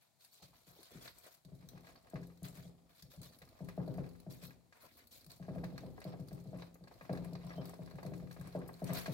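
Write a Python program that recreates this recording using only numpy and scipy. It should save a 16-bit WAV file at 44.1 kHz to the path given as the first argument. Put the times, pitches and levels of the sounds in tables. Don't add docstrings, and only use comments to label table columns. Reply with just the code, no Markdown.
import sys
import numpy as np
from scipy import signal
from scipy.fft import rfft, irfft, next_fast_len
from scipy.io import wavfile

SR = 44100
rng = np.random.default_rng(int(sys.argv[2]) if len(sys.argv) > 2 else 0)


def wav_out(sig):
    wavfile.write(sys.argv[1], SR, np.round(np.clip(np.atleast_2d(sig).T, -1, 1) * 32767).astype(np.int16))


N = 402633
T = np.arange(N) / SR

# (time [s], level [dB])
BOUNDS = [(0.419, -27.5), (0.668, -29), (0.949, -20), (1.448, -20.5), (1.518, -14.5), (1.63, -20),
          (1.733, -15.5), (2.134, -1.5), (2.421, -9.5), (2.572, -14.5), (2.652, -15), (3.023, -24.5),
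          (3.173, -17.5), (3.415, -28), (3.605, -5.5), (3.6685, -16), (3.7771, 3), (3.877, 0), (3.96, -9),
          (3.9818, 0), (4.265, -6.5), (4.424, -16.5), (5.262, -22), (5.398, -10.5), (5.482, -1.5),
          (5.5599, -2), (5.635, -4.5), (5.725, -8), (5.835, -6.5), (6.0513, -3), (6.194, -6.5), (6.316, -6),
          (6.456, -10), (6.531, -4), (6.808, -17), (7.013, -20), (7.095, 4), (7.186, -7), (7.256, -8.5),
          (7.326, -6.5), (7.4416, -10), (7.557, -10.5), (7.58, -1.5), (7.791, -6.5), (7.936, -11),
          (8.0163, -18), (8.05, -2), (8.119, -4), (8.224, -8), (8.389, -10.5), (8.45, -13.5), (8.55, 1.5),
          (8.618, -17), (8.819, 1.5), (8.892, 1), (9.0796, 2)]
# (start [s], end [s], level [dB])
RUNNING_SPURTS = [(1.46, 2.417, -3.5), (3.333, 4.203, -1), (5.299, 6.68, -1), (6.872, 8.85, 0.5)]
# (frequency [Hz], level [dB])
RUMBLE_TONE = [(18, -49), (30, -8.5), (69, 0.5), (162, -3), (196, -11), (237, -1), (397, -11), (446, -10.5),
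               (517, -7.5), (693, -19.5), (839, -20.5), (1000, -49), (1300, -62), (2200, -120)]


def undb(db):
    return 10 ** (np.asarray(db) / 20)


def colour(x, points):
    hz, db = np.transpose(points)
    size = next_fast_len(x.shape[-1])
    f = np.maximum(np.fft.rfftfreq(size, 1 / SR), 1)
    skirts = np.minimum(f / hz[0], 1) ** 2 * np.minimum(hz[-1] / f, 1) ** 2
    gain = undb(np.interp(np.log(f), np.log(hz), db)) * skirts
    return irfft(rfft(x, size) * gain, size)[..., :x.shape[-1]]


def unit(x):
    return x / np.sqrt(np.mean(x ** 2))


def noise(size, alike=0):
    alike = np.clip(alike, 0, 1)
    own = rng.standard_normal((2, size))
    common = rng.standard_normal(size)
    return np.sqrt(1 - alike) * own + np.sqrt(alike) * common


def fade(t, t60):
    return np.exp(-np.log(1000) * t / t60)


def add(out, s, sound):
    i = max(int(s * SR), 0)
    out[:, i:i + sound.shape[-1]] += sound[:, :max(N - i, 0)]


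def walk(rate):
    times = np.arange(0, T[-1] + 1, 1 / rate)
    return 1.36 * np.interp(T, times, rng.standard_normal(len(times)))


def grains(rate, spread_db, t60):
    count = 40000
    when = rng.random(count)
    size = undb(spread_db * np.minimum(rng.exponential(size=count), np.log(15)))
    keep = int(min(rate * N / SR, count))
    power = np.bincount((when[:keep] * N).astype(int), size[:keep] ** 2, N)
    power = signal.lfilter([1], [1, -fade(2 / SR, t60)], power)
    return unit(np.sqrt(power) * noise(N))


def flakes(count, cycles, spread_db):
    t, out = T[:int(.03 * SR)], np.zeros((2, N))
    for when, pitch, size, lag in rng.random((count, 4)):
        hz = 900 * 16 ** pitch
        phase = np.array([[0], [lag]])
        ping = np.sin(2 * np.pi * (hz * t + phase)) * fade(t, cycles / hz)
        loudness = undb(-spread_db * np.log(max(size, 1 / 10)))
        add(out, when * T[-1], hz * loudness * ping)
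    return unit(out)


def strokes(table, swell, release_t60):
    power = np.zeros(N)
    for s, length, db in table:
        t = T[:max(N - int(s * SR), 0)]
        shape = np.minimum(t / (swell * length), 1) * fade(np.clip(t - length, 0, 2), release_t60)
        power[N - len(t):] += (undb(db) * shape) ** 2
    return np.sqrt(power)


def spin(push, coast_t60, pickup_s):
    power = np.zeros(N)
    for s, db in BOUNDS:
        t = T[:N - int(s * SR)]
        vigour = undb(push * db) * (1 - np.exp(-t / pickup_s)) * fade(t, coast_t60)
        power[N - len(t):] += vigour ** 2
    return np.sqrt(power)


def light_steps(per_s, level_db, spread_db, tone_db, tone_spread_db):
    chance = rng.standard_normal((400, 3))
    times = (np.arange(len(chance)) + chance[:, 0] / 2) / per_s
    steps = []
    for start, end, db in RUNNING_SPURTS:
        for s, (_, loud, bright) in zip(times, chance):
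            if start < s < end:
                steps.append((s, level_db + db + spread_db * loud, tone_db + tone_spread_db * bright))
    return steps


def landings(pad_db=-52, hard_db=-17, weight=1.0):
    return [(s, pad_db + weight * db, hard_db) for s, db in BOUNDS]


def quiet_room(floor_db=-77):
    # (frequency [Hz], level [dB])
    room_tone = [(18, -43), (30, -24.5), (134, -0.5), (198, -10), (413, -17), (596, -15.5), (662, -8),
                 (1310, -21.5), (2100, -21.5), (2330, -20), (2800, -25), (4370, -18), (6150, -24.5),
                 (6650, -20.5), (15800, -27)]
    return undb(floor_db) * unit(colour(noise(N, alike=0.29), room_tone))


def rustle_level(weighted, fur_db=-75):
    # (start [s], length [s], level [dB], extra mid-range level [dB])
    brush_table = [(0, 0.049, -74.5, 3), (0.186, 0.067, -65.5, -4.5), (0.308, 0.071, -64, -6),
                   (0.414, 0.033, -62, -1), (0.497, 0.13, -70.5, -0.5), (0.654, 0.06, -63, 1),
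                   (0.728, 0.14, -64, -1), (0.883, 0.087, -62.5, 0), (0.998, 0.072, -57, 2),
                   (1.126, 0.13, -66, -2), (1.23, 0.042, -62.5, 4.5), (1.303, 0.04, -65.5, -0.5),
                   (1.81, .1, -70.5, -1), (2.434, 0.044, -57, 0.5), (2.534, 0.063, -61, 2.5),
                   (2.615, 0.026, -66, -5), (2.89, 0.019, -71, 5), (2.94, 0.07, -66, -3),
                   (3.096, 0.057, -62.5, -3.5), (3.214, 0.054, -59.5, -1.5), (3.321, 0.0083, -65.5, 4.5),
                   (4.296, 0.032, -60, -0.5), (4.367, 0.032, -69, -7), (4.411, 0.042, -55.5, -0.5),
                   (4.721, 0.15, -70.5, 9.5), (4.79, 0.067, -63.5, -5), (4.905, 0.066, -72, -4),
                   (4.964, 0.039, -64.5, 2), (5.106, 0.048, -57.5, -5.5), (5.173, 0.052, -72.5, 0),
                   (5.294, 0.023, -59.5, -1.5), (6.58, 0.031, -70, 0), (6.899, 0.062, -74, -4),
                   (7.47, 0.12, -70.5, 4), (7.627, 0.051, -69, 3), (8.421, 0.15, -73.5, 6),
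                   (8.726, 0.24, -67.5, 6), (8.857, 0.04, -58.5, 5), (8.928, 0.065, -47, 2),
                   (9.058, 0.015, -57.5, 6), (9.114, 0.044, -51.5, -3)]
    brushes = [(s, length, db + weighted * weight_db) for s, length, db, weight_db in brush_table]
    brushing = strokes(brushes, swell=0.37, release_t60=0.27)
    spurts = [(start, end - start, db) for start, end, db in RUNNING_SPURTS]
    running = strokes(spurts, swell=0.086, release_t60=.35)
    return np.hypot(brushing, undb(fur_db) * running)


def shavings(rustle_db=1, smooth_db=-4, flake_db=-4, wander_db=2):
    # (frequency [Hz], level [dB])
    rustle_tone = [(410, -6.5), (700, 1), (767, -7), (819, -23), (921, -6.5), (2070, -10), (2380, -8.5),
                   (2830, -12.5), (4230, -4.5), (6020, -12.5), (10500, -14), (11700, -9.5), (15800, -12.5)]
    crackle = grains(rate=800, spread_db=7.0, t60=0.047)
    crackle = crackle + undb(flake_db) * flakes(count=9000, cycles=180, spread_db=4)
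    crackle = crackle + undb(smooth_db) * noise(N)
    size = next_fast_len(N)
    spectrum = rfft(colour(crackle, rustle_tone), size)
    f = np.fft.rfftfreq(size, 1 / SR)
    bands = []
    for hz in np.geomspace(250, 16000, 7):
        octave = np.maximum(1 - abs(np.log2(np.maximum(f, 1) / hz)), 0)
        bands.append(irfft(spectrum * octave, size)[:, :N] * undb(wander_db * walk(rate=34)))
    mids, treble = sum(bands[:4]), sum(bands[4:])
    rustle = mids * rustle_level(weighted=True) + treble * rustle_level(weighted=False)
    return undb(rustle_db) * rustle / np.std(mids + treble)


def squeaks(squeak_db=1, arch=0.028, waver=0.015):
    # (start [s], length [s], central pitch [Hz], level [dB])
    squeak_table = [(7.406, .04, 3900, -74), (7.475, 0.047, 5620, -69), (7.559, 0.057, 3120, -64)]
    out = np.zeros((2, N))
    for s, length, hz, db in squeak_table:
        swell = np.sin(np.linspace(0, np.pi, int(length * SR)))
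        pitch = hz * (1 + arch * (swell - .5) + waver * walk(rate=280)[:len(swell)])
        phase = 2 * np.pi * np.cumsum(pitch) / SR + np.array([[0], [1]])
        add(out, s, undb(db + squeak_db) * swell * np.sin(phase))
    return out


def bumps(bump_db=0, t60=0.12, flank_db=-18):
    # (time [s], level [dB], centre of the band [Hz])
    bump_table = [(.395, -67, 608), (.421, -62, 590), (.53, -66, 854), (.668, -69, 378), (0.721, -68, 416),
                  (.76, -62, 505), (.788, -58.5, 386), (0.819, -67, 327), (.908, -60, 444),
                  (0.946, -53, 300), (0.977, -56, 237), (1.03, -74, 298), (1.261, -59.5, 560),
                  (3.136, -61, 560), (3.416, -60, 520), (4.838, -60, 565)]
    t, out = T[:int(.2 * SR)], np.zeros((2, N))
    for s, db, hz in bump_table:
        band = [(hz / 2, flank_db), (hz, 0), (hz * 2, flank_db)]
        thud = unit(colour(noise(len(t), alike=0.86), band))
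        add(out, s, undb(db + bump_db) * thud * fade(t, t60) * (1 - np.exp(-t / 0.0011)))
    return out


def ticks(tick_db=1, t60=0.037, room_db=-17, room_t60=0.3, usual_top_db=-10, vary_db=4.5, rise_s=0.00066):
    # (time [s], level [dB], brightness of the top octave [dB])
    loud_ticks = [(0.2466, -55, -12), (0.8304, -52, -14), (1.0256, -59, 0), (1.0782, -45, -42),
                  (1.1847, -52, 2), (1.449, -58.5, -16), (1.688, -49, -12.5), (1.9588, -58, -38),
                  (2.4305, -51, -2), (2.452, -50, -3), (2.4843, -52, -9), (3.0234, -48.5, -12),
                  (3.216, -49, -9), (3.2312, -49, -16), (3.3872, -55.5, -6), (3.4203, -57, -16),
                  (3.6847, -56, 5), (4.0904, -60, -11), (4.3082, -64, -2), (5.0712, -55, -8),
                  (5.2097, -57, -13), (5.2444, -57.5, -11), (5.2637, -53, -14), (5.3037, -56, -19),
                  (5.3166, -51.5, -13), (5.642, -50, -16), (5.7787, -50, -20), (6.0415, -51.5, -22),
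                  (6.2842, -53.5, -15), (6.347, -61, -3), (6.44, -65.5, -2), (6.6217, -50, -43),
                  (6.743, -57, -4), (6.8391, -59, -22), (7.129, -50, -13), (7.1738, -54.5, -22),
                  (7.2455, -55, 0), (7.3522, -51.5, -29), (7.655, -48.5, -13), (7.694, -52.5, -3),
                  (7.8607, -56.5, -14), (7.9096, -55.5, -25), (8.031, -55, -14), (8.313, -53.5, -14),
                  (8.4113, -55, -4), (8.6813, -50.5, 3), (8.74, -56, -14), (8.842, -47, -7.5),
                  (8.9331, -38.5, -2), (9.057, -48, -25)]
    # (frequency [Hz], level [dB])
    tick_tone = [(1200, -7.5), (2400, -6), (3100, -12.5), (4200, 7), (5200, 0.5), (6500, -3), (9000, -1),
                 (12000, 0), (15500, -0.5)]
    t, out = T[:int(.2 * SR)], np.zeros((2, N))
    shape = np.hypot(fade(t, t60), undb(room_db) * fade(t, room_t60)) * (1 - np.exp(-t / rise_s))
    hz = np.geomspace(1000, 16000, 40)
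    usual = np.interp(hz, *np.transpose(tick_tone))
    light = light_steps(per_s=17, level_db=-63.0, spread_db=4.5, tone_db=-11.5, tone_spread_db=-4.5)
    for s, db, top_db in loud_ticks + light:
        brighter = (top_db - usual_top_db) * np.interp(hz, [4500, 7500], [0, 1])
        tone = usual + brighter + vary_db * rng.standard_normal(len(hz))
        click = unit(colour(noise(len(t)), np.column_stack([hz, tone])))
        add(out, s - .0005, undb(db + tick_db) * shape * click)
    return out


def taps(tap_db=3, slap_db=-9, slap_t60=0.076, room_db=-19, room_t60=0.34, vary_db=3,
         usual_hard_db=-6, harden=0.94, apart_s=0.0002):
    # (time [s], level [dB], hardness [dB])
    loud_taps = [(1.077, -52.5, -4), (1.774, -58, -7), (1.843, -55.5, -11), (1.87, -53, -5),
                 (1.89, -56, -7), (1.955, -56, -11), (2.057, -58, -20), (2.157, -43.5, -9), (2.23, -59, 3),
                 (3.418, -50.5, -6.5), (3.686, -45, -7), (3.8, -40.5, -20.5), (3.883, -48.5, -20),
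                 (3.982, -50, -8.5), (4.04, -55, -8), (4.507, -54, -7), (4.725, -55.5, -4.5),
                 (5.488, -49.5, -12.5), (5.582, -56.5, -6), (5.638, -42.5, -10.5), (5.779, -46.5, -7),
                 (5.979, -42, -18.5), (6.016, -48, -6.5), (6.139, -40.5, -20.5), (6.586, -58, 1),
                 (6.621, -43, -11.5), (6.755, -55.5, -13), (6.839, -53.5, -17), (6.913, -49.5, -14.5),
                 (7.01, -46.5, -10.5), (7.094, -44, -10.5), (7.134, -39, -18), (7.151, -50, -7),
                 (7.173, -46.5, -10), (7.246, -50, -8.5), (7.353, -44.5, -11.5), (7.505, -42, -13),
                 (7.629, -47, -20), (7.694, -49.5, -11), (7.734, -45.5, -15), (7.875, -49.5, -10.5),
                 (7.911, -50, -12), (7.985, -42.5, -12), (8.03, -42, -16.5), (8.063, -53, -6),
                 (8.136, -53.5, -2), (8.31, -49, -8), (8.364, -47.5, -12), (8.411, -51.5, -8),
                 (8.448, -52, -11), (8.473, -48.5, -11.5), (8.555, -49, -15), (8.615, -48.5, -10.5),
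                 (8.691, -41, -14.5), (8.893, -42.5, -11), (8.903, -39.5, -12), (9.06, -36, -7)]
    # (frequency [Hz], time to fall 60 dB [s], usual level [dB])
    rim_modes = [(556, 0.023, -4), (740, 0.0082, 4), (945, 0.034, -14.5), (1088, 0.059, -8.5),
                 (1225, 0.058, -8), (1641, 0.053, -2), (1990, 0.058, -3), (2400, 0.051, -16)]
    # (frequency [Hz], level [dB])
    tap_tone = [(250, -18), (500, -3), (850, -3.5), (1100, -3.5), (1350, -8.5), (1650, -5), (2000, -6),
                (2500, -4.5), (3100, -15.5), (4200, -8), (7000, -19)]
    t, out = T[:int(.25 * SR)], np.zeros((2, N))
    hz, t60, mode_db = np.transpose(rim_modes)[:, :, None]
    scatter = np.hypot(undb(slap_db) * fade(t, slap_t60), undb(room_db) * fade(t, room_t60))
    scatter = scatter * (1 - np.exp(-t / 0.0013))
    sign = (-1) ** np.arange(len(hz))[:, None]
    light = light_steps(per_s=11, level_db=-59.0, spread_db=3.0, tone_db=-7.5, tone_spread_db=-0.5)
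    for s, db, hard_db in loud_taps + landings() + light:
        tilt_db = harden * (hard_db - usual_hard_db)
        gain = undb(mode_db + tilt_db * np.log2(hz / 1300) + vary_db * rng.standard_normal(hz.shape))
        ring = np.sum(sign * gain * np.sin(2 * np.pi * hz * t) * fade(t, t60), axis=0)
        ring = ring / np.linalg.norm(gain)
        ring = np.array([ring, np.interp(t - apart_s, t, ring)])
        tone = [(f, d + tilt_db * np.log2(f / 1300)) for f, d in tap_tone]
        slap = scatter * unit(colour(noise(len(t), alike=0.29), tone))
        add(out, s - .0005, undb(db + tap_db) * (ring + slap))
    return out


def rolling(rumble_db=-54, shudder_db=-56, scrape_db=-70, scuff_db=0, rock_db=0, apart=0.28):
    # (frequency [Hz], level [dB])
    shudder_tone = [(30, -30), (50, -2), (95, -2), (140, -18.5)]
    scrape_tone = [(350, -37), (600, -10), (652, -2), (853, -15.5), (1100, -11.5), (1380, -19), (1620, -26),
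                   (1840, -20.5), (2820, -25.5), (3100, -24), (5500, -23.5), (7150, -97), (12100, -120)]
    # (start [s], length [s], level [dB])
    rocking_table = [(.9, 0.17, -68.5), (1.85, 0.33, -71), (3.25, 0.44, -69.5), (4.78, 0.46, -71.5),
                     (5.45, 0.37, -57.5), (6.9, 0.25, -66.5)]
    # (start [s], length [s], level [dB])
    scuff_table = [(.74, 0.15, -76), (1, 0.056, -71.5), (1.15, .04, -85), (1.24, .07, -74),
                   (1.68, 0.3, -70.5), (1.99, 0.25, -72.5), (2.45, 0.031, -63), (3.48, 0.14, -74.5),
                   (6.06, 0.052, -61), (6.59, 0.023, -63), (6.9, 0.18, -70.5), (7.24, 0.046, -72),
                   (7.4, .25, -60), (7.67, 0.067, -67), (8.21, 0.07, -73), (8.4, 0.18, -65),
                   (8.87, .13, -54.5)]
    middle, sides = grains(rate=110, spread_db=-2.0, t60=0.08)
    rumble = unit(colour(np.array([middle + apart * sides, middle - apart * sides]), RUMBLE_TONE))
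    scrape = unit(colour(grains(rate=200, spread_db=3.5, t60=0.052), scrape_tone))
    shudder = unit(colour(noise(N, alike=0.079), shudder_tone))
    turning = spin(push=0.52, coast_t60=1., pickup_s=0.019)
    rocking = undb(rock_db) * strokes(rocking_table, swell=0.12, release_t60=0.79)
    scraping = undb(scrape_db) * spin(push=0.29, coast_t60=1.52, pickup_s=0.017)
    scuffing = undb(scuff_db) * strokes(scuff_table, swell=.2, release_t60=0.31)
    rumbling = np.hypot(undb(rumble_db) * turning, rocking)
    shaking = np.hypot(undb(shudder_db) * turning ** 0.92, undb(-4) * rocking)
    return rumble * rumbling + shudder * shaking + scrape * np.hypot(scraping, scuffing)


def knocks(knock_db=-1, rebound_s=.071, rebound_db=-15, ring_db=-2, room_db=-56, room_t60=1.0,
           lead_s=.00007, harden=0.47, vary_db=2.5, rattle_db=-54, rattle_t60=0.6, softest_db=-15, detune=0.012):
    # (settled pitch [Hz], time to fall 60 dB [s], build-up [s], level [dB])
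    wheel_modes = [(72, .064, .0035, -40), (108, .065, .017, -23), (125, .355, .0156, -41),
                   (134, .147, .03, -23), (175, .158, .0074, -31), (218, .03, .0025, -30),
                   (406, .03, .0007, -36), (462, .03, .004, -31), (503, .119, .0038, -39),
                   (540, .033, .0097, -18)]
    # (frequency [Hz], time to fall 60 dB [s], level [dB])
    wheel_rings = [(53.4, 0.3, -75), (172, 0.84, -39.5), (266.2, 0.5, -46), (311.7, 0.32, -47),
                   (398, 0.52, -48), (499, 0.59, -52.5), (634, 0.16, -39.5)]
    # (frequency [Hz], level [dB])
    rattle_tone = [(350, 7), (480, 2), (640, -3.5), (760, -1.5), (950, -6.5), (1300, -13), (1700, -21),
                   (2500, -42)]
    stiffen, settle_s = .31, .008
    t, out = T[:int(.6 * SR)], np.zeros((2, N))
    bent_time = t + stiffen * settle_s * (1 - np.exp(-t / settle_s))
    modes = []
    for hz, t60, rise, db in wheel_modes:
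        swell = 1 - np.exp(-(t / rise) ** 2)
        modes.append(undb(db) * np.sin(2 * np.pi * hz * bent_time) * fade(t, t60) * swell)
    modes = np.array(modes)
    octaves = np.log2(np.array(wheel_modes)[:, 0] / 250)
    late = 1 - np.exp(-(t / 0.026) ** 2)
    for s, db in BOUNDS:
        tilt_db = harden * max(db - 1, softest_db) + vary_db * rng.standard_normal()
        wheel = undb(knock_db + tilt_db * octaves) @ modes
        pitch = 1 + detune * rng.standard_normal()
        wheel = np.array([np.interp(pitch * t + side * lead_s, t, wheel) for side in (1, -1)])
        rings = np.zeros((2, len(t)))
        for hz, t60, mode_db in wheel_rings:
            phase = rng.uniform(0, 2 * np.pi) + 1.19 * rng.standard_normal((2, 1))
            rings += undb(mode_db) * np.sin(2 * np.pi * hz * t + phase) * fade(t, t60)
        room = unit(colour(noise(len(t), alike=0.064), RUMBLE_TONE)) * fade(t, room_t60)
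        rattle = undb(rattle_db + tilt_db) * unit(colour(noise(len(t), alike=0.87), rattle_tone))
        rattle = rattle * fade(t, rattle_t60) * (1 - np.exp(-t / 0.0061))
        ringing = late * (undb(ring_db) * rings + undb(room_db) * room)
        add(out, s, undb(db) * (wheel + rattle + ringing))
        add(out, s + rebound_s + 0.00212 * rng.standard_normal(), undb(db + rebound_db) * wheel)
    return out


def scene():
    background = quiet_room() + shavings()
    feet_and_body = bumps() + ticks() + taps()
    wheel = squeaks() + rolling() + knocks()
    return background + feet_and_body + wheel


def record(dry):
    # (frequency [Hz], left minus right [dB])
    port_table = [(50, -19.5), (110, 8.5), (200, 1.5), (700, 2.5), (1300, 3), (2400, 0.5), (4400, -8),
                  (5800, 8), (8100, 14.5), (11000, 5.5), (15000, 6.5)]
    hz, lean_db = np.transpose([(1, 0)] + list(port_table) + [(SR / 2, 0)])
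    ports = []
    for x, side in zip(dry, (1, -1)):
        share = 2 / (1 + undb(-side * lean_db) ** 2)
        ports.append(colour(x, np.column_stack([hz, 10 * np.log10(share)])))
    top_hz = 15850
    ports = signal.sosfilt(signal.butter(4, 40, "high", fs=SR, output="sos"), ports)
    return signal.sosfilt(signal.ellip(10, .2, 70, top_hz, fs=SR, output="sos"), ports)


dry = scene()
out = record(dry)
wav_out(out)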